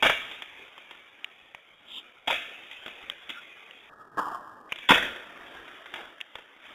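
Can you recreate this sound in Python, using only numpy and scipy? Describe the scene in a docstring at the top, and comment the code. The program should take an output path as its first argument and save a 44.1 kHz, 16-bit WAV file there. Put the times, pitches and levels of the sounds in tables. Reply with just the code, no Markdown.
"""A skateboard lands, rolls away, hops onto a concrete ledge, flips off it and lands in a walled yard.
Each pop or landing is a cluster of blows on the wooden deck and metal trucks; between them the wheels
rumble, hiss and knock over cracks. A truck squeaks, the wheels chirp and a shoe scrapes the grip tape.
A small narrow-band camera ticks and rubs in the hand. The flip plays at half speed, an octave down."""
import sys
import numpy as np
from scipy import signal
from scipy.fft import rfft, irfft
from scipy.io import wavfile
from scipy.ndimage import uniform_filter1d, map_coordinates

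SR = 44100
rng = np.random.default_rng(int(sys.argv[2]) if len(sys.argv) > 2 else 0)


def materialize(psi):
    """Save the field psi as 16-bit PCM at rate SR to the path in sys.argv[1].

    A 1-D psi becomes a single channel; in a 2-D psi each row is a channel.
    """
    bounded = np.clip(np.atleast_2d(psi).T, -1, 1)
    quanta = np.round(bounded * 32767).astype(np.int16)
    wavfile.write(sys.argv[1], SR, quanta)


N = 297234
TIME = np.arange(N) / SR
SLOW_FROM_S, SLOW_TO_S = 3.895, 4.693  # event times are playing times; pitches, decays are at true speed


def amp(db):
    """Decibels to gain."""
    return 10 ** (np.asarray(db) / 20)


def unit_rms(x):
    """Scales to rms 1."""
    return x / np.sqrt(np.mean(x ** 2) + 1e-20)


def unit_blow(x):
    """Scales to the energy of 4 ms at rms 1."""
    return x / np.sqrt(np.sum(x ** 2) / (.004 * SR) + 1e-20)


def log_interp(points, hz):
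    """Interpolates on a log-frequency axis."""
    knots_hz, values = np.transpose(points)
    return np.interp(np.log(hz + 1), np.log(knots_hz), values)


def action_time(s):
    """Playing time to time of the action, which runs at half speed during the flip."""
    return s - .5 * np.clip(s - SLOW_FROM_S, 0, SLOW_TO_S - SLOW_FROM_S)


def add(mix, s, sound):
    """Mixes a sound in at playing time s."""
    part = mix[max(round(action_time(s) * SR), 0):][:len(sound)]
    part += sound[:len(part)]


def colour(x, points, size=4096):
    """Minimum-phase filter through (frequency [Hz], gain [dB]) points."""
    log_gain = np.log(amp(log_interp(points, abs(np.fft.fftfreq(size, 1 / SR)))))
    taps = np.fft.ifft(np.exp(np.conj(signal.hilbert(log_gain)))).real[:size // 2]
    return signal.fftconvolve(x, taps)[:len(x)]


def resonate(x, hz, width_hz):
    """A resonance at hz, constant or gliding."""
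    carrier = np.exp(2j * np.pi * np.cumsum(hz * np.ones(len(x))) / SR)
    pole = np.exp(-np.pi * width_hz / SR)
    return 2 * (carrier * signal.lfilter([1 - pole], [1, -pole], x / carrier)).real


def contact(t, t60_s, crunch):
    """One sharp push, then a brief crunch of grit."""
    grit = rng.standard_normal(len(t)) * amp(-60 * t / t60_s) * (1 - np.exp(-t / .0012))
    return signal.unit_impulse(len(t)) + crunch * grit / np.linalg.norm(grit)


def grainy(per_s, spread_db, wash):
    """Many small impacts of uneven size over a smooth wash."""
    sizes = amp(spread_db * np.minimum(rng.exponential(1, N), 4)) * rng.choice([-1, 1], N)
    impacts = unit_rms(sizes * (rng.random(N) < per_s / SR))
    return unit_rms(impacts + wash * rng.standard_normal(N))


def patchy(x, depth_db):
    """Resonances come and go as the board moves over changing ground."""
    spectra = signal.stft(x, SR, nperseg=1024, noverlap=768)[2]
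    patches = uniform_filter1d(rng.standard_normal(spectra.shape), size=4, axis=0)
    patches = unit_rms(uniform_filter1d(patches, size=16, axis=1))
    return signal.istft(spectra * amp(depth_db * patches), SR, nperseg=1024, noverlap=768)[1][:N]


YARD_DECAY = [(100, 0.57), (300, 0.66), (700, 0.71), (1500, 0.79), (2200, 0.5935), (3600, 0.63)]  # tail decay: (frequency [Hz], t60 [s])
YARD_SPECTRUM = [(60, 4), (250, -4.5), (600, -6), (1000, -6.5), (1700, -2), (2400, 1), (3000, -3.5),
                 (3700, -1)]  # tail colour: (frequency [Hz], gain [dB])
def diffuse_tail(x):
    """Reverberation between the buildings, each band dying at its own rate."""
    hz, t, spectra = signal.stft(rng.standard_normal(SR), SR, nperseg=256)
    decay = amp(-60 * t / log_interp(YARD_DECAY, hz)[:, None])
    tail = signal.istft(spectra * decay * (1 - np.exp(-t / .002)), SR, nperseg=256)[1]
    tail *= amp(-1.5) / np.linalg.norm(tail)
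    return signal.fftconvolve(x, colour(tail, YARD_SPECTRUM))[:N]


# single reflections: (delay [s], gain [dB])
WALL_ECHOES = [(.011, -18), (.026, -21.5), (.037, -14), (.052, -15), (.068, -20.5), (.112, -32)]
def courtyard(sent):
    """Wall slaps and two crossfaded tails: blows of the moving board meet different echo patterns."""
    phase = 2 * np.pi * 7 * TIME
    tails = diffuse_tail(sent * np.cos(phase)) + diffuse_tail(sent * np.sin(phase))
    slaps = sum(amp(db) * np.interp(TIME - delay_s, TIME, sent, left=0) for delay_s, db in WALL_ECHOES)
    return slaps + patchy(tails, depth_db=1)


# finger on plastic: (frequency [Hz], gain [dB])
RUB_SPECTRUM = [(100, -23), (350, -11), (700, -25), (1000, -8.5), (1700, -44), (2500, -7), (3200, 9),
                (3700, 5), (4500, -26)]
def finger_rub(from_s=1.885, to_s=1.98, peak_db=-36.5):
    """A finger stutters over the camera housing, pressing harder until it lets go."""
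    attack_db = -600 * np.maximum(from_s - TIME, 0)
    growth_db = -122 * np.maximum(to_s - TIME, 0)
    release_db = -550 * np.maximum(TIME - to_s, 0)
    stutter = 1 + .4 * np.sin(2 * np.pi * 210 * TIME)
    friction = unit_rms(colour(rng.standard_normal(N), RUB_SPECTRUM))
    return friction * stutter * amp(peak_db + attack_db + growth_db + release_db)


# camera ticks: (time [s], strength [dB], snap [Hz], relative knock [dB])
HOUSING_TICKS = [(1.2445, -24, 2890, -37), (1.548, -35, 2330, 2.5), (3.0991, -23.5, 3280, -8),
                 (3.710, -37.5, 2870, -14), (4.722, -23, 2400, -4.5), (4.7258, -24, 2820, -2),
                 (6.205, -34, 2204, -12), (6.212, -24.5, 3100, -21), (6.356, -32, 3500, 1)]
def housing_ticks():
    """The plastic housing snaps, rattles and knocks right at the microphone."""
    t, out = np.arange(SR // 20) / SR, np.zeros(N)
    knock_spectrum = [(30, -11), (300, -10), (1200, 0), (3000, -12.5)]
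    for s, db, hz, knock_db in HOUSING_TICKS:
        snap = unit_blow(amp(-60 * t / .0024) * t * np.sin(2 * np.pi * hz * t))
        rattle = unit_blow(colour(contact(t, t60_s=.0091, crunch=24), CLACK_SPECTRUM))
        knock = unit_blow(colour(contact(t, t60_s=.0058, crunch=1), knock_spectrum))
        add(out, s, amp(db - 6) * (snap + amp(-3) * rattle + amp(knock_db) * knock))
    return out


# short squeaks: (time [s], length [s], pitch [Hz], level [dB])
SHORT_SQUEAKS = [(3.328, 0.091, 1400, -48), (3.926, 0.01, 2530, -52.5), (3.997, 0.02, 2496, -52.5)]
def squeaks():
    """One rough truck squeak, then two brief wheel chirps before the flip."""
    out = np.zeros(N)
    for s, length_s, hz, db in SHORT_SQUEAKS:
        slips = rng.standard_normal(int(length_s * SR))
        squeak = resonate(resonate(slips, hz, width_hz=220), hz, width_hz=160)
        add(out, s, amp(db) * unit_rms(squeak * np.hanning(len(slips))))
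    return out


# shoe on grip tape: (time [s], relative level [dB])
SCRAPE_ENVELOPE = [(4.19, -27), (4.252, -36), (4.324, -34.5), (4.462, -49.5), (4.476, -44.5), (4.6, -62)]
def shoe_scrape(hz=2290, width_hz=620):
    """The front shoe drags up the grip tape and flicks the board into its flip."""
    grit = grainy(per_s=990, spread_db=2, wash=.57)
    s, db = np.transpose(SCRAPE_ENVELOPE)
    envelope = amp(np.interp(TIME, action_time(s), db - 2.5, left=-120, right=-120))
    return envelope * unit_rms(resonate(resonate(grit, hz, width_hz), hz, width_hz))


# stretches of rolling: (start [s], relative rumble [dB], relative hiss [dB], fade [dB/s], whirr [Hz])
ROLL_STRETCHES = [(0, -56.5, -47, 6, 2453), (1.83, -60.5, -55.5, 4.5, 2410), (2.3, -55.5, -46, 4.5, 2615),
                  (3.9, -60, -53, 0, 2510), (4.7, -59, -46.5, -1, 2300), (4.95, -53, -52, -1.5, 1850),
                  (6.13, -60, -55.5, 3, 1724)]
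# weight on the wheels: (centre [s], half length [s], boost [dB])
RIDER_LEANS = [(.3, .08, 5.5), (0.59, 0.046, 3), (3.037, 0.09, 2.5), (5.545, 0.081, 3.5), (5.995, 0.056, 5),
               (6.737, 0.12, 6)]
def roll_curves(sag_hz_per_s=144, blend_s=.088):
    """Rumble dB, hiss dB, whirr Hz: level drifts with distance and swells on leans; the wheels slow."""
    start_s, rumble_db, hiss_db, fade_db_per_s, whirr_hz = np.transpose(ROLL_STRETCHES)
    stretch = np.searchsorted(action_time(start_s[1:]), TIME)
    age_s = TIME - action_time(start_s)[stretch]
    fade_db = fade_db_per_s[stretch] * age_s
    lean_db = sum(db * np.exp(-((TIME - action_time(s)) / half_s) ** 2) for s, half_s, db in RIDER_LEANS)
    curves = [rumble_db[stretch] - .65 * fade_db + lean_db,
              hiss_db[stretch] - fade_db + lean_db,
              whirr_hz[stretch] - sag_hz_per_s * age_s]
    return uniform_filter1d(np.array(curves), int(blend_s * SR), axis=1)


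# rolling deck and wheels: (frequency [Hz], gain [dB])
RUMBLE_SPECTRUM = [(20, -18), (60, -14.5), (140, -12.5), (280, -1), (420, -1), (700, 1.5), (1050, 1),
                   (1400, 8), (1900, -23.5), (3000, -24)]
HISS_SPECTRUM = [(900, -16), (1500, 0.5), (2200, 2.5), (2800, -1.5), (3350, 2.5), (3800, -6.5),
                 (5000, -17.5)]
def wheels():
    """Rough concrete shakes the deck and makes the wheels hiss and whirr."""
    rumble_db, hiss_db, whirr_hz = roll_curves()
    road = grainy(per_s=1100, spread_db=.5, wash=.92)
    bumps = unit_rms(uniform_filter1d(uniform_filter1d(rng.standard_normal(N), size=700), size=500))
    rumble = amp(rumble_db + 1.02) * unit_rms(colour(road, RUMBLE_SPECTRUM))
    hiss = amp(hiss_db - 2.5) * unit_rms(colour(road, HISS_SPECTRUM))
    shiver = resonate(grainy(per_s=800, spread_db=4, wash=.29), whirr_hz, width_hz=350)
    whirr = amp(hiss_db - 6) * unit_rms(resonate(shiver, whirr_hz, width_hz=350))
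    return patchy(rumble + hiss + whirr, depth_db=3) * amp(.84 * bumps)


# cracks: (time [s], strength [dB], thud [dB], clack [dB], second wheel delay [s], its gain [dB])
GROUND_CRACKS = [(.315, -38, -12, 5.5, .106, 1), (.678, -48.5, -14, -1, .101, 7.5),
                 (.910, -41, -4, 2.5, 0.039, -8.5), (2.712, -50.5, -8, 16, 0.02, -4.5),
                 (2.862, -35.5, 5.5, 2, 0.018, -3.5), (3.292, -39, 4, 8.5, 0.0091, 1.5),
                 (4.759, -43.5, -16, 8, 0.028, -0.5), (5.161, -41.5, 8, 3.5, 0.11, -12),
                 (5.679, -42.5, -19, 2, .18, 1), (5.939, -32.5, -6, 2.7, 0.02, -6.5),
                 (6.354, -36.5, 1, -3.5, 0.031, -3), (6.654, -46.5, -9, 2.5, 0.011, -2)]
def crack_hits(yard_db=-2.5):
    """A crack knocks two wheels in turn; yields one hit for each."""
    for s, db, thud_db, clack_db, delay_s, second_db in GROUND_CRACKS:
        yield s, db, thud_db, clack_db, yard_db
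        yield s + delay_s, db + second_db, thud_db, clack_db, yard_db


def chatter(t, hz, half_width_hz, t60_s, rise_s=.0014):
    """One resonance, shaken at random as it dies away."""
    band = 1 / (1 + ((np.fft.rfftfreq(len(t), 1 / SR) - hz) / half_width_hz) ** 2)
    shake = irfft(rfft(rng.standard_normal(len(t))) * band)
    envelope = amp(-60 * t / t60_s) * (1 - np.exp(-t / rise_s))
    return unit_rms(shake * envelope) * np.sqrt(np.mean(envelope ** 2))


# lingering hum and low deck flex: (frequency [Hz], half width [Hz], gain [dB], t60 [s])
HUM_MODES = [(652, 62, -26, 0.31), (954, 45, -24.5, 0.17), (1650, 145, -24.5, .3), (1790, 130, -28, 0.62)]
FLEX_MODES = [(188, 19, -20.5, 0.052), (276.5, 19, -20, .11)]
def deck_booms(blows):
    """Each heavy blow booms at a pitch set by where it falls, then leaves the deck humming and flexing."""
    t, out = np.arange(16384) / SR, np.zeros(N)
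    for s, strength_db, thud_db, _, _, boom_hz, boom_db in blows:
        boom = amp(boom_db) * chatter(t, boom_hz, half_width_hz=.08 * boom_hz, t60_s=.071)
        hum = sum(amp(db) * chatter(t, hz, half_hz, t60_s) for hz, half_hz, db, t60_s in HUM_MODES)
        flex = sum(amp(db) * chatter(t, hz, half_hz, t60_s) for hz, half_hz, db, t60_s in FLEX_MODES)
        add(out, s, amp(strength_db) * (boom + hum + amp(thud_db) * flex))
    return out


def ring(t, modes):
    """Dying modes, weighted at random for where the blow falls."""
    out = np.zeros(len(t))
    for hz, db, t60_s in modes:
        weight = rng.uniform(.57, 1) * rng.choice([-1, 1])
        detune = 1 + .0074 * rng.standard_normal()
        out += weight * amp(db - 60 * t / t60_s) * np.sin(2 * np.pi * hz * detune * t)
    return unit_blow(out)


# low thud, wood knock, metal clack: (frequency [Hz], gain [dB])
THUD_SPECTRUM = [(20, -15), (65, -15), (120, -19.5), (190, -6.5), (270, -0.5), (420, 0.5), (650, -3.5),
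                 (1500, -40)]
KNOCK_SPECTRUM = [(200, -34), (450, -8), (650, -2), (950, -5), (1200, -4.5), (1600, 0), (2000, -7.5),
                  (3000, -28)]
CLACK_SPECTRUM = [(800, -34), (1500, -15), (2100, 3.5), (2700, 2), (3400, -2), (3900, -6.5), (5000, -41)]
# wooden deck, metal trucks: (frequency [Hz], gain [dB], t60 [s])
DECK_MODES = [(273, -17.5, 0.109), (352, -4, 0.056), (486, -17.5, 0.059), (603, -5.5, 0.031),
              (660, -17, 0.054), (860, 1, 0.0348), (945, -5.5, 0.077), (1019, -11.5, 0.053),
              (1245, 4, 0.05), (1436, 5, 0.053), (1522, -2, 0.037), (1790, 0.5, 0.14)]
TRUCK_MODES = [(2060, -2, 0.037), (2285, -13.5, 0.023), (2524, -4.5, 0.036), (2895, -6.5, 0.017),
               (2970, -15, 0.025), (3285, 12, 0.018), (3490, 0, 0.049)]
def strike(thud_db, clack_db):
    """One blow thuds, knocks the wood and clacks the metal."""
    t = np.arange(SR // 6) / SR
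    thud = unit_blow(colour(contact(t, t60_s=.075, crunch=.88), THUD_SPECTRUM))
    wood = unit_blow(colour(contact(t, t60_s=.024, crunch=1.6), KNOCK_SPECTRUM))
    wood += amp(-3.5) * ring(t, DECK_MODES)
    metal = unit_blow(colour(contact(t, t60_s=.046, crunch=4.11), CLACK_SPECTRUM))
    metal += amp(-2.5) * ring(t, TRUCK_MODES)
    return amp(-3.5) * (amp(thud_db - 7) * thud + wood + amp(clack_db) * metal)


# tail, wheels and feet in the first landing, ledge hop, flip and last landing:
# (time [s], strength [dB], thud [dB], clack [dB], yard send [dB], boom [Hz], boom [dB])
TRICK_BLOWS = [(.0255, -15, -5, -4.5, -5, 840, -4.5), (.031, -21.5, 0.5, 7.5, 6.5, 830, -10),
               (.047, -15, -23, -6, -27, 610, -8.5), (.0587, -13.5, -17, -21, -6, 520, -8.5),
               (.066, -22.5, -1, 7.5, 1, 1550, -3), (.097, -14.5, -22, -5.5, -18, 1610, -5),
               (2.274, -32, -13, 4.5, 5, 676, 5), (2.278, -29.5, 1, 7.5, 3.5, 930, 5.5),
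               (2.302, -25.5, -8, -1.5, 1, 957, 2.5), (2.309, -30, -10, 9.5, 2.5, 555, 4),
               (2.326, -34, -16, 1, -1, 670, 6.5), (4.172, -32.5, -14, 1.5, -12, 2260, -6),
               (4.181, -28.5, -21, 4, -10.5, 2330, 2), (4.192, -28.5, -9.5, -2, 0, 1900, -9),
               (4.266, -42.5, -22, -5, -2, 1770, 11), (4.315, -36.5, -27, -8, -4, 2240, 5),
               (4.347, -42.5, -21, -3, -7, 2130, 8.5), (4.889, -28, -10, 11.5, 7, 955, -15),
               (4.8922, -17.5, 0.5, 5.5, -10, 940, 5), (4.9067, -10, 4, -1.5, -6, 963, -1.5),
               (4.9171, -10, -4, -2, -3, 1090, -9), (4.944, -20.5, -17, 6, -19, 1790, -2),
               (4.956, -17.5, -8, -6, -1, 1650, -14), (4.975, -20.5, -26, -27, -6.5, 1810, -1),
               (5.025, -27.5, 2, -3, 6, 1800, 3.5), (5.046, -39, 11, -9, -4, 1790, 9)]
def board():
    """Tricks and cracks strike the board; returns the direct sound and what reaches the walls."""
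    direct, sent = np.zeros(N), np.zeros(N)
    hits = [row[:5] for row in TRICK_BLOWS] + list(crack_hits())
    for s, db, thud_db, clack_db, yard_db in hits:
        blow = amp(db) * strike(thud_db, clack_db)
        add(direct, s, blow)
        add(sent, s, amp(yard_db) * blow)
    return direct, sent


def scene():
    """Everything that reaches the microphone, at true speed."""
    direct, sent = board()
    echoes = courtyard(sent)
    skateboard = direct + deck_booms(TRICK_BLOWS) + shoe_scrape() + wheels() + squeaks()
    return (skateboard + echoes + housing_ticks() + finger_rub())[None]


def record(dry, band_hz=3800, mirror_hz=4070, edge_hz=15600):
    """Narrow-band camera, flip slowed an octave; coarse resampling adds faint mirror images and fizz."""
    narrow = signal.fftconvolve(dry[0], signal.firwin(241, band_hz, window=("kaiser", 5), fs=SR), "same")
    played = map_coordinates(narrow, [action_time(TIME) * SR], order=3)
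    jitter = .09 * np.cumsum(rng.standard_normal(N))
    phase = 2 * np.pi * mirror_hz * action_time(TIME) + jitter
    mirrors_db = [-21, -26, -29, -33, -32.5, -36.5]
    mirrors = sum(amp(db) * np.cos(k * phase) for k, db in enumerate(mirrors_db, start=1))
    fizz_spectrum = [(2000, -16), (5500, -8), (7500, -6.5), (16000, -2.5)]
    fizz = amp(-31) * unit_rms(colour(rng.standard_normal(N), fizz_spectrum))
    clipped = np.clip(played * (1 + mirrors + fizz), -1, 1)
    edge_taps = signal.firwin(401, edge_hz, window=("kaiser", 8), fs=SR)
    return signal.fftconvolve(clipped, edge_taps, "same")[None]


dry = scene()
out = record(dry)
materialize(out)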